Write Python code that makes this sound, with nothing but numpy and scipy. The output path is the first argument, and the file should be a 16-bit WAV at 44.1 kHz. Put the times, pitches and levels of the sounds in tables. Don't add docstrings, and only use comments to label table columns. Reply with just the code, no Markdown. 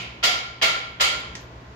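import sys
import numpy as np
from scipy import signal
from scipy.fft import rfft, irfft
from scipy.io import wavfile

SR = 44100
rng = np.random.default_rng(int(sys.argv[2]) if len(sys.argv) > 2 else 0)


def wav_record(signal):
    frames = np.transpose(np.atleast_2d(signal))
    bounded = np.clip(frames, -1, 1)
    quanta = np.round(bounded * 32767).astype(np.int16)
    wavfile.write(sys.argv[1], SR, quanta)


N = 77175
TIME = np.arange(N) / SR
FREQ = np.arange(N // 2 + 1) * SR / N
SIDES = np.array([[.5], [-.5]])


def undb(db):
    return 10 ** (np.asarray(db) / 20)


def unit(x):
    return x / np.sqrt(np.mean(x ** 2))


def read(table, hz):
    points = np.array(table, float)
    return np.interp(np.log(hz + 1e-6), np.log(points[:, 0]), points[:, 1])


def shape(x, gain):
    return irfft(rfft(x) * gain, N)


def place(x, start):
    k = int(round(start * SR))
    return np.pad(x, ((0, 0), (max(k, 0), max(-k, 0))))[:, max(-k, 0):][:, :N]


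def decay(t, t60):
    return np.exp(-np.log(1000) * t / t60)


def diffuse_field():
    # (frequency [Hz], correlation between the ears [1])
    correlation = [(60, 1), (130, 0.94), (280, 0.87), (640, 0.53), (1000, -0.14), (1300, -0.63),
                   (1450, 0.25), (2000, -0.095), (16000, 0.058)]
    alike = np.clip(read(correlation, FREQ), -.999, .999)
    mid, side = shape(rng.standard_normal((2, N)), np.sqrt(np.array([1 + alike, 1 - alike]) / 2))
    return np.array([mid + side, mid - side])


def reverberate(noise, hold_s=.017):
    # (frequency [Hz], reverberation time T60 [s])
    room_t60 = [(200, 0.98), (700, 0.72), (1400, 0.69), (2500, 0.68), (5000, 0.55), (8000, 0.42),
                (14000, 0.32)]
    centres = np.geomspace(100, 16000, 16)
    spectrum, out = rfft(noise), 0
    for hz, pick in zip(centres, np.eye(len(centres))):
        band = irfft(spectrum * np.interp(FREQ, centres, pick), N)
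        out = out + band * decay(np.maximum(TIME - hold_s, 0), read(room_t60, hz))
    return out


def machinery():
    # (frequency [Hz], relative spectral density [dB])
    air_spectrum = [(20, -19), (40, -2), (80, 1.5), (170, -1), (240, -0.5), (450, -4), (750, -7),
                    (1000, -4.5), (1500, -10.5), (2500, -15.5), (4500, -22), (7000, -29), (8600, -46),
                    (15000, -46)]
    # (frequency [Hz], level [dB])
    hum_partials = [(119.8, -51.5), (176, -61.5), (661, -63), (990, -81), (1052, -69), (1954, -69)]
    # (time [s], gain [dB])
    drone_gain = [(0, 4), (.3, -0.5), (.6, -0.5), (.9, -1), (1.3, 3.5), (1.75, 2)]
    drone = undb(-47) * unit(shape(diffuse_field(), undb(read(air_spectrum, FREQ))))
    for hz, db in hum_partials:
        waver_db = .5 * unit(shape(rng.standard_normal(N), np.exp(-(FREQ / 7) ** 2)))
        drone = drone + np.sqrt(2) * undb(db + waver_db) * np.sin(2 * np.pi * (hz * TIME + rng.random()))
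    motor_hz, first_peak_s, period_s, width_s = 62.4, .103, .1337, .025
    from_peak = (TIME - first_peak_s + period_s / 2) % period_s - period_s / 2
    pulses = np.exp(-(from_peak / width_s) ** 2 / 2)
    motor = undb(-44.5) * pulses * np.sin(2 * np.pi * (motor_hz * TIME + rng.random()))
    return (drone + motor) * undb(np.interp(TIME, *np.array(drone_gain).T))


def loose_metal(centre_hz=13400, width_hz=1270):
    # (time [s], level [dB], decay time constant [s])
    ticks = [(0.902, -71, 0.027), (1.203, -54, .003), (1.407, -63, .03)]
    band = np.exp(-((FREQ - centre_hz) / width_hz) ** 2)
    out = 0
    for start, db, decay_s in ticks:
        noise = unit(shape(diffuse_field(), band))
        out = out + undb(db) * place(noise * np.exp(-TIME / decay_s), start)
    return out


def light_knock(snap_s=.0028, damping_s=.1):
    # (time [s], level [dB])
    knocks = [(1.3527, -40)]
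    # (frequency [Hz], relative spectral density [dB])
    knock_spectrum = [(400, -5.5), (1300, -19), (1800, 4.5), (2400, -4.5), (4000, -5), (6600, -2.5),
                      (8000, -18), (10000, -28), (15000, -38)]
    colour = unit(undb(read(knock_spectrum, FREQ)))
    out = 0
    for start, db in knocks:
        noise = diffuse_field()
        snap = undb(10) * noise * np.exp(-TIME / snap_s)
        tail = reverberate(noise) * np.exp(-TIME / damping_s)
        out = out + undb(db) * shape(place(snap + tail, start), colour)
    return out


def crash(noise, spacing_hz=44, spread_db=.5):
    # (frequency [Hz], relative spectral density [dB])
    crash_spectrum = [(120, -95), (300, -6.5), (600, 0.5), (900, 4), (1400, 7), (1650, 6), (2100, 9),
                      (2650, 7.5), (3200, 10.5), (4100, 3.5), (4500, 4.5), (5000, 3.5), (5400, -2),
                      (7150, -5), (7650, -12), (8600, -13.5), (9200, -18.5), (11500, -17), (14000, -21),
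                      (16000, -29)]
    knots = np.arange(0, SR / 2, spacing_hz)
    clusters_db = spread_db * np.interp(FREQ, knots, rng.standard_normal(len(FREQ))[:len(knots)])
    colour = undb(read(crash_spectrum, FREQ) + clusters_db)
    return undb(.5) * reverberate(unit(shape(noise, colour)))


def ring(room, hz, t60):
    t = TIME[:N // 4]
    mode = np.sin(2 * np.pi * hz * t) * decay(t, t60)
    return unit(signal.fftconvolve(room, mode[None], axes=1)[:, :N]) * np.sqrt(np.mean(room ** 2))


def workpiece(room, swell_s=.0056):
    # (frequency [Hz], level [dB], T60 [s], interaural phase [turns], left minus right [dB])
    singing_partials = [(1368, -14, 0.85, 0.48, 6.5), (1040, -33, 1.53, 0.12, 0), (2230, -24, 0.6, 0.34, 1),
                        (2350, -24.5, 0.85, 0.18, 7.5)]
    # (frequency [Hz], level [dB], T60 [s])
    steel_modes = [(801, -20.5, 0.063), (970, -26.5, .15), (1272, -56, 0.43), (1374, -19.5, 0.13),
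                   (1400, -12.5, .12), (2250, -47, 0.3), (2224, -16, 0.11), (2308, -19, 0.2),
                   (2808, -28, 0.26), (3230, -59, 0.11), (3276, -29.5, 0.15), (3310, -19.5, 0.055),
                   (4213, -20.5, 0.064), (4926, -28.5, 0.031), (7169, -30.5, 0.025)]
    singing = 0
    for hz, db, t60, turns, pan_db in singing_partials:
        tone = np.sqrt(2) * np.sin(2 * np.pi * (hz * TIME + rng.random() + turns * SIDES))
        singing = singing + undb(db + pan_db * SIDES) * tone * decay(TIME, t60)
    ringing = sum(undb(db) * ring(room, hz, t60) for hz, db, t60 in steel_modes)
    return singing * (1 - np.exp(-TIME / swell_s)) + ringing


def hammer():
    # (time [s], relative level [dB], tilt [dB/octave], ring gain [dB],
    #  low note [Hz], its level [dB], higher band [Hz], its boost [dB])
    blows = [(-0.157, -6.5, 3.3, 1, 712, -11.5, 2510, 8), (0.2279, -1.5, 3.02, 5.5, 739, -12, 5310, 3.5),
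             (0.614, -1.5, 2.05, 5, 672, -15, 2140, 1.5), (0.9987, -1.5, 2.91, 5.5, 622, -12.5, 8300, 4.5)]
    # (frequency [Hz], left minus right [dB])
    imbalance = [(200, 2), (400, -1), (750, -1.5), (1100, -0.5), (1380, 0), (1800, -0.5), (2300, -2.5),
                 (4400, -0.5), (8100, -7.5), (14000, -2)]
    contact_s, reflection_delay_s, build_s = .00083, .0055, .006
    shadow_db, shadow_hz, boost_octaves = -7, 4600, .22
    repeat_share = .51
    lean = undb(read(imbalance, FREQ) * SIDES)
    shadow = undb(shadow_db) / (1 + (FREQ / shadow_hz) ** 4)
    octaves = np.log2(np.maximum(FREQ, 200) / 2500)
    attack = np.minimum(TIME / contact_s, 1)
    build = np.clip((TIME - reflection_delay_s) / build_s, 0, 1)
    tail_fade = np.clip((TIME[-1] - TIME) * 2 - .5, 0, 1)
    common, out = diffuse_field(), 0
    for start, db, tilt_db, ring_db, low_hz, low_db, boost_hz, boost_db in blows:
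        noise = np.sqrt(repeat_share) * common + np.sqrt(1 - repeat_share) * diffuse_field()
        room = reverberate(noise)
        low_note = undb(low_db) * ring(room, low_hz, t60=.07)
        steel = crash(noise) + undb(ring_db) * workpiece(room) + low_note
        favoured = np.exp(-(np.log2((FREQ + 1) / boost_hz) / boost_octaves) ** 2)
        steel = tail_fade * shape(steel, lean * undb(tilt_db * octaves + boost_db * favoured))
        direct = shape(place(attack * (1 - build) * steel, start), shadow)
        reflections = place(build * steel, start)
        out = out + undb(db - 15) * (direct + reflections)
    return out


def scene():
    return hammer() + light_knock() + loose_metal() + machinery()


def record(dry):
    return signal.sosfilt(signal.ellip(8, .2, 70, 15800, fs=SR, output="sos"), dry)


dry = scene()
out = record(dry)
wav_record(out)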